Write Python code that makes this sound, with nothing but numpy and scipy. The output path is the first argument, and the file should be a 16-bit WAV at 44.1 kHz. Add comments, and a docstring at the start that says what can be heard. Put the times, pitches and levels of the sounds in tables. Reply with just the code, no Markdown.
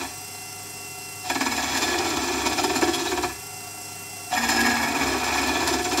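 """Wood lathe in a home workshop

Close to a small belt-driven lathe, one microphone hears motor whine, mains hum and hissing bearings.
A hand tool leaves the spinning blank, then makes two long cuts. Tearing fibres shake the lathe bed,
ring the tool and hiss; a high spot on the blank bites once a turn, and the load slows the motor."""
import sys
import numpy as np
from scipy import signal
from scipy.fft import rfft, irfft
from scipy.io import wavfile
from scipy.ndimage import uniform_filter1d

SR = 44100
rng = np.random.default_rng(int(sys.argv[2]) if len(sys.argv) > 2 else 0)


def int16_out(signal):
    """Quantize to a 16-bit WAV file."""
    q = np.round(np.clip(np.atleast_2d(signal).T, -1, 1) * 32767)
    wavfile.write(sys.argv[1], SR, q.astype(np.int16))


N = 264592
TIME = np.arange(N) / SR
BINS = np.fft.rfftfreq(16384, 1 / SR)
IDLE_HZ, ROTOR_SLOTS = 28.39, 24  # of the motor
PULLEY_RATIO = .607  # spindle turns for each motor turn

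# Passes of the tool. Each row: times in seconds at which it touches, starts to lift and chatters most,
# then that chatter in dB relative to the cut.
TOOL_PASSES = [(-.5, .02, -4, -13), (1.256, 3.254, 1.57, -3), (4.321, 6.1, 4.5, 0)]
# How the hand guides the tool. Each row: time in seconds, strength in dB, depth (extra shake) in dB,
# sharpness (extra hiss) in dB, runout (bite of the high spot) in dB, place of the high spot in turns.
HAND_LIFT_OFF = [(0.0034, -29.5, -4, -5.5, 2.5, 0.81)]
HAND_FIRST_CUT = [(1.25, -37.5, -8, 4.5, 13, 0.56), (1.31, -28.5, -3, -7, 20.6, 0.49),
                  (1.6, -29, -6.5, -3, 6.1, 0.067), (1.87, -27, -2, -3.5, 3.9, 0.24),
                  (2.28, -29, -1.5, -3, 4.4, 0), (2.56, -28.5, -1.5, -4, 8.9, 0.00054),
                  (2.87, -27.5, 0.5, -6, 14, 0.011), (2.97, -31.5, -0.5, 1.5, 3.7, 0.077),
                  (3.22, -29.5, 0.5, -7.5, 18, .0)]
HAND_SECOND_CUT = [(4.33, -28.5, -10.5, -3.5, 2, .8), (4.55, -26, -3, -6, 3.3, 0.33),
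                   (4.76, -24.5, -6, -8.5, 5.9, 0.19), (5.13, -25, -3, -7, 4.9, .45),
                   (5.19, -30.5, -2, -5, 2.9, 0.96), (5.27, -25, -6, -6, 1, 0.4),
                   (5.72, -26, -1, -6, 6.5, 0.51), (5.83, -31.5, -0.5, -3.5, 16, 0.48),
                   (6, -25.5, -1.5, -3.5, 6.1, 0.7)]
# The edge catches and a chip flies. Each row: start in seconds, jolt in dB, splinter level in dB.
EDGE_CATCHES = [(1.299, 0, -28), (1.406, 4, -35), (1.772, 1, -23), (1.823, 3.5, -25.5), (2.462, 3.5, -26),
                (2.579, 4.5, -30), (2.635, 3, -25.5), (2.755, 2, -26.5), (2.812, 4, -26),
                (3.226, 2.5, -30.5), (4.49, 5, -23), (4.605, 2, -21), (4.661, 4, -27), (4.886, -7, -34),
                (5.673, 1.5, -20.5), (5.737, 3, -30), (5.973, 1.5, -23.5)]
# The edge sticks and slips. Each row: middle and half length in seconds, pitch in Hz, level in dB.
EDGE_SQUEAKS = [(1.269, 0.015, 735, -31), (1.84, 0.013, 3536, -26), (2.947, 0.012, 3344, -24.5),
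                (2.985, 0.055, 5110, -36), (3.079, 0.01, 3900, -26.5), (4.339, 0.027, 730, -26)]

# Resonances of the parts. Each row: frequency in Hz, width in Hz, relative level in dB.
BED_MODES = [(71.2, 9.1, -3.5), (85.5, 12, -10.5), (103.7, 16, -16), (137, 13, -11.5), (164, 19, -24.5),
             (451.2, 22.6, -7.5), (510, 76, -18)]  # lathe bed on its bench
BLANK_MODES = [(302.5, 14, -3), (319, 38, -8.5), (353.8, 48, -3), (395.4, 45, -6)]  # wood bending between its centres
REST_MODES = [(258.8, 19, 1.5), (274.5, 34.3, 2.5), (630.7, 8.3, -1.5), (762.6, 103, 0.5), (848, 152, -4.5),
              (945, 104, -1), (1008, 58, -3.5), (1135, 110, -4), (1263, 70, -11), (1343, 95, -6),
              (1544, 370, -12.5), (1636, 23, -4.5), (1720, 63, 0), (1810, 170, -11), (2190, 480, -18.5),
              (2238, 48, -6), (2360, 130, -9.5), (2454, 124, -4.5), (2634, 165, -11)]  # tool rest
SHANK_MODES = [(237.8, 8.8, 10.5), (1140, 110, -6.5), (1663, 53, 9), (1730, 84, 0), (1829, 91, 1),
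               (2233, 82, -4), (2654, 76, -3.5), (5135, 100, -3), (5300, 150, -13.5), (7040, 140, -8),
               (10250, 210, -18), (11770, 180, -11.5)]
TOOL_MODES = [(3146, 50, 5), (3393, 82, 4.5), (3514, 57, 4.5), (3920, 154, 2.5), (4180, 70, 5.5),
              (5105, 72, 8), (5440, 57, -37), (5935, 78, 6), (6730, 60, 4.5), (7230, 230, 6),
              (10200, 390, -43), (11860, 760, -30.5), (15400, 500, -32)]
TING_MODES = [(5207, 66, 19), (7220, 470, 11), (9980, 130, 8.5), (12600, 300, -2), (12300, 700, -13),
              (16000, 500, -10)]  # top of the steel's range, rung by splinters
CASING_MODES = [(735, 32, 2), (717, 53, -3)]  # motor casing
HOUSING_MODES = [(145, 51, 3), (264, 45, -0.5), (846, 160, -9.5), (1139, 40, -5), (1370, 68, -8),
                 (2390, 43, -41), (4153, 144, -7.5), (4600, 54, -9), (4975, 210, -5), (5420, 180, -2),
                 (6180, 120, -14.5), (6100, 410, -8.5), (7640, 310, -4), (8320, 560, -3.5), (8480, 44, -1),
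                 (9330, 79, -14), (11020, 120, -6), (11730, 230, -2.5), (13960, 220, -24)]  # bearing housing
# Broad noise colours. Each row: frequency in Hz, relative spectral density in dB.
RASP_SPECTRUM = [(1500, -33), (2800, -6), (4500, -3), (6500, -4), (7400, -33), (8200, -39.5), (10000, -34),
                 (12500, -45), (15500, -16)]  # tearing fibres
SPLINTER_SPECTRUM = [(200, -6), (750, -3), (1900, 0.5), (3000, 0), (5000, 7), (7300, -2.5), (8500, -2),
                     (12000, -2.5), (15500, -19)]
RUNNING_SPECTRUM = [(15, -77), (25, -13), (91, -8), (194, -10.5), (403, -10.5), (557, -12), (729, -15),
                    (1040, -14), (1360, -13.5), (1590, -14.5), (2260, -14), (2660, -13.5), (3680, -19.5),
                    (8270, -11.5), (15800, -17.5)]  # rubbing in the machine

# Whine of the rotor slots. Each entry: level in dB of harmonic 1, 2, 3, ..
SLOT_WHINE_DB = [-63, -56.5, -53, -47.5, -60.5, -73, -60.5, -73, -55.5, -55.5, -53.5, -67]
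# Tones of bearings and drive. Each row: multiple of the motor speed, level in dB.
SHAFT_TONES = [(10.88, -58), (13.83, -54.5), (14.5, -55), (26.06, -52), (28.95, -57.5), (32.55, -60),
               (34, -60.5), (52.6, -84), (168, -63), (203.6, -51.5), (264, -71), (392.7, -58.5)]
# Drone of the motor casing. Each row: time in seconds, level in dB.
DRONE_LEVELS = [(0, -51), (3.4, -50), (3.7, -47), (4.3, -47), (6, -50)]
# Decay of the workshop. Each row: frequency in Hz, seconds to fall by 60 dB.
ROOM_DECAY = [(100, 0.13), (500, 0.082), (3000, 0.6), (12000, 0.19)]


def cutting(turns, bed_db=-12, casing_db=-4, tool_db=-.5, rattle_db=2.2):
    """The cutting force shakes bed, blank and casing, rings rest and shank, and hisses at the edge."""
    strength, depth, sharpness, *_ = hand()
    spindle = PULLEY_RATIO * turns
    tearing = fibres(spindle, memory=.5, snaps_per_s=2400, spread_db=2.5)
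    shaving = fibres(spindle, memory=.37, snaps_per_s=9000, spread_db=4)
    # the edge meets the high spot abruptly; the heavy bed answers more slowly
    shake = tearing * throb(spindle, follow=.61, rise_s=.0064, fall_s=.0078, lag_s=.002, uneven_db=.3)
    push = tearing * throb(spindle, follow=.96, rise_s=.0055, fall_s=.015, lag_s=-.0041, uneven_db=1.5)
    scrape = unit_rms(shaving + .8 * tearing)
    scrape *= throb(spindle, follow=.96, rise_s=.0055, fall_s=.029, lag_s=-.011, uneven_db=3)
    chatter_db = strength + shank_chatter() + rattle_db * wander(21)
    steel = resonances(TOOL_MODES) + broad_power(RASP_SPECTRUM)
    return (ring(gain_of(bed_db + strength + .31 * depth) * shake, resonances(BED_MODES))
            + ring(gain_of(strength + 2.1 * depth) * shake, resonances(BLANK_MODES))
            + ring(gain_of(casing_db + strength + 1.08 * depth) * push, resonances(CASING_MODES))
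            + ring(gain_of(strength) * push, resonances(REST_MODES))
            + ring(gain_of(chatter_db) * push, resonances(SHANK_MODES))
            + ring(gain_of(tool_db + strength + sharpness) * scrape, steel))


def fibres(spindle, memory, snaps_per_s, spread_db, cells_per_turn=2620):
    """Fibres snap round the blank; part of the same grain comes back on the next turn."""
    shape = (int(N / cells_per_turn * 1.5), cells_per_turn)
    snaps = gain_of(spread_db * np.minimum(rng.exponential(1, shape), 4)) * rng.choice([-1, 1], shape)
    snaps *= rng.random(shape) < snaps_per_s / SR
    surface = signal.lfilter([1], [1, -memory], snaps, axis=0).ravel()
    return unit_rms(surface[(spindle * cells_per_turn).astype(int) % len(surface)])


def throb(spindle, follow, rise_s, fall_s, lag_s, uneven_db, jolt_peak_s=.01):
    """Once a turn the high spot takes the load, then the edge runs light; a catch adds a jolt."""
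    *_, runout, place = hand()
    turn_s = 1 / (PULLEY_RATIO * IDLE_HZ)
    turn_samples = int(turn_s * SR)
    since_s = (spindle - place - lag_s / turn_s) % 1 * turn_s
    bite = np.exp(-(since_s / fall_s) ** 2) + np.exp(-((turn_s - since_s) / rise_s) ** 2)
    force = gain_of(follow * runout * (1 + .15 * wander(8)) * bite + uneven_db * wander(28))
    mean_power = uniform_filter1d(uniform_filter1d(force ** 2, turn_samples), turn_samples)
    jolt_db = np.zeros(N)
    for start, db, _ in EDGE_CATCHES:
        near = slice(int(start * SR), int(start * SR) + turn_samples)
        age = (TIME[near] - start) / jolt_peak_s
        jolt_db[near] += db * age * np.exp(1 - age)
    return force / np.sqrt(mean_power) * gain_of(follow * jolt_db)


def shank_chatter(build_db_per_s=18, settle_db_per_s=17):
    """The shank's rattle, in dB relative to the cut, builds and then settles as the tool beds in."""
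    return np.max([db + contact(start, end)
                   - build_db_per_s * np.maximum(peak - TIME, 0)
                   - settle_db_per_s * np.maximum(TIME - peak, 0)
                   for start, end, peak, db in TOOL_PASSES], axis=0)


def hand():
    """The hand's strength, depth and sharpness, with the high spot's runout and place, per sample."""
    strength, *others = curves(HAND_LIFT_OFF + HAND_FIRST_CUT + HAND_SECOND_CUT)
    return strength + touch(), *others


def contact(start, end, enter_db_per_s=900.5, lift_db_per_s=209.5):
    """Grip of the edge in one pass, in dB: it enters quickly, holds, and lifts away."""
    return -enter_db_per_s * np.maximum(start - TIME, 0) - lift_db_per_s * np.maximum(TIME - end, 0)


def touch():
    """Grip of the edge over all passes, in dB."""
    return np.max([contact(start, end) for start, end, *_ in TOOL_PASSES], axis=0)


def chips(fade_s=.015, small_per_s=25, small_db=-3):
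    """Each splinter is a fading crackle that rings the steel; small ones fly at random during a cut."""
    strength, _, sharpness, *_ = hand()
    breaks = gain_of(strength + sharpness + small_db) * 2 * rng.random(N)
    breaks *= rng.random(N) < small_per_s / SR
    for start, _, db in EDGE_CATCHES:
        breaks[int(start * SR)] += gain_of(db)
    burst = np.sqrt(signal.lfilter([1], [1, -np.exp(-2 / (fade_s * SR))], breaks ** 2))  # powers add
    crackle = unit_rms(rng.standard_normal(N) * (rng.random(N) < 5000 / SR))
    return ring(burst * crackle, resonances(TING_MODES) + broad_power(SPLINTER_SPECTRUM))


def squeaks(waver_rad=.13):
    """The edge sticks and slips, and one resonance sings a short, rough tone."""
    slip = waver_rad * wander(120)
    grip = 1 + np.tanh(wander(201.4)) / 2
    out = np.zeros(N)
    for middle, half_s, hz, db in EDGE_SQUEAKS:
        envelope = gain_of(db) * np.exp(-((TIME - middle) / half_s) ** 2)
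        out += envelope * np.sin(2 * np.pi * hz * TIME + slip)
    return grip * out


def loaded():
    """1 while the tool brakes the blank, 0 while the lathe runs free."""
    return 1. * (touch() > -12)


def shaft_turns(sag_hz=.93, makeup_hz=.27, belt_hz=4.4):
    """Motor angle in turns: it slows and judders under load, and sways with each lap of the belt."""
    load = loaded()
    speed = IDLE_HZ - sag_hz * lagged(load, lag_s=.05)
    speed += makeup_hz * lagged(load, lag_s=.45)  # the speed control wins some back
    sway = .0016 * np.cos(2 * np.pi * belt_hz * (TIME - .3))
    judder = .0004 * wander(40) + .006 * load * wander(25)
    return np.cumsum(speed * (1 + sway + judder)) / SR


def motor(turns, mains_hz=100.1, mains_db=-51.5, waver_db=1.2, flutter_rad=.43):
    """Slot whine and drive tones follow the shaft, over a steady mains hum."""
    # the strongest whine harmonic fades under load and swells back
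    swell_db = 3.5 - 7 * lagged(loaded(), lag_s=.47)
    whine = [(ROTOR_SLOTS * harmonic, db + swell_db * (db == max(SLOT_WHINE_DB)))
             for harmonic, db in enumerate(SLOT_WHINE_DB, 1)]
    out = gain_of(mains_db) * np.sin(2 * np.pi * mains_hz * TIME)
    for multiple, db in whine + SHAFT_TONES:
        phase = 2 * np.pi * (multiple * turns + rng.random()) + flutter_rad * wander(26)
        out += gain_of(db + waver_db * wander(4.6)) * np.sin(phase)
    return np.sqrt(2) * out


def bearings(turns, broad_db=-42, housing_db=-41):
    """Rubbing noise pulses with the shaft and rings the housing."""
    angle = 2 * np.pi * turns
    pulsing = 1 + .24 * np.cos(angle) + .045 * np.cos(2 * angle) + .24 * np.cos(ROTOR_SLOTS / 2 * angle)
    rub, roll = (unit_rms(pulsing * rng.standard_normal(N)) for _ in range(2))
    return (gain_of(broad_db) * ring(rub, broad_power(RUNNING_SPECTRUM))
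            + gain_of(housing_db) * ring(roll, resonances(HOUSING_MODES)))


def casing(turns):
    """The motor casing gives a hollow drone that throbs once a turn."""
    level_db, = curves(DRONE_LEVELS)
    drone = ring(rng.standard_normal(N), resonances(CASING_MODES))
    return gain_of(level_db) * unit_rms((1 + .37 * np.cos(2 * np.pi * turns)) * drone)


def workshop(direct, wet_db, echoes_per_s=3000):
    """Scattered reflections from bench and walls reach the microphone just after the direct sound."""
    t = np.arange(SR // 2) / SR
    echoes = rng.choice([-1., 1.], len(t)) * (rng.random(len(t)) < echoes_per_s / SR) * (t > .003)
    hz, age_s, spectra = signal.stft(echoes, SR, nperseg=256)
    decay = gain_of(-60 * age_s / at_frequency(ROOM_DECAY, hz)[:, None])
    _, tail = signal.istft(spectra * decay, SR, nperseg=256)
    reflected = signal.fftconvolve(direct, tail / np.linalg.norm(tail))[:N]
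    wet = gain_of(wet_db)
    return (direct + wet * reflected) / np.hypot(1, wet)


def ring(force, power):
    """Passes a force through a causal body of unit energy with the given power response."""
    log_gain = np.log(power / power.max() + 1e-10) / 2
    mirrored = np.concatenate([log_gain, log_gain[-2:0:-1]])
    minimum_phase = np.exp(np.conj(signal.hilbert(mirrored)))
    response = np.fft.ifft(minimum_phase).real[:len(BINS)]
    return signal.oaconvolve(force, response / np.linalg.norm(response))[:N]


def resonances(modes):
    """Power response of a set of steep-sided resonances."""
    return sum(gain_of(db) ** 2 / (1 + (2 * (BINS - hz) / width) ** 2) ** 2 for hz, width, db in modes)


def broad_power(spectrum):
    """Power response of a broad noise colour."""
    return gain_of(at_frequency(spectrum, BINS)) ** 2


def at_frequency(rows, hz):
    """Reads a table along a log-frequency axis."""
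    row_hz, values = np.transpose(rows)
    return np.interp(np.log(hz + 1), np.log(row_hz + 1), values)


def curves(rows):
    """Each column of a time table, at every sample."""
    times, *columns = np.transpose(rows)
    return [np.interp(TIME, times, column) for column in columns]


def wander(rate_hz):
    """Random drift of rms 1, mostly slower than the given rate."""
    low_pass = 1 + (np.fft.rfftfreq(N, 1 / SR) / rate_hz) ** 4
    return unit_rms(irfft(rfft(rng.standard_normal(N)) / low_pass, N))


def lagged(x, lag_s):
    """Follows a control with a first-order lag."""
    keep = np.exp(-1 / (lag_s * SR))
    return x[0] + signal.lfilter([1 - keep], [1, -keep], x - x[0])


def gain_of(db):
    """Decibels to amplitude."""
    return 10 ** (np.asarray(db) / 20)


def unit_rms(x):
    """Scales to rms 1."""
    return x / np.sqrt(np.mean(x ** 2) + 1e-20)


def scene():
    """The cut sounds close; the boxed-in bearings reach the microphone largely by reflection."""
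    turns = shaft_turns()
    machine = motor(turns) + casing(turns) + workshop(bearings(turns), wet_db=-2)
    edge = cutting(turns) + chips() + squeaks()
    return (machine + workshop(edge, wet_db=-9.5))[None]


def record(dry, low_cut_hz=48, band_limit_hz=15730):
    """The microphone's bass roll-off and the recorder's band limit, in mono."""
    low_cut = signal.butter(3, low_cut_hz, btype="high", fs=SR, output="sos")
    band_limit = signal.firwin(1023, band_limit_hz, window=("kaiser", 9), fs=SR)
    return signal.oaconvolve(signal.sosfilt(low_cut, dry), band_limit[None], "same")


dry = scene()
out = record(dry)
int16_out(out)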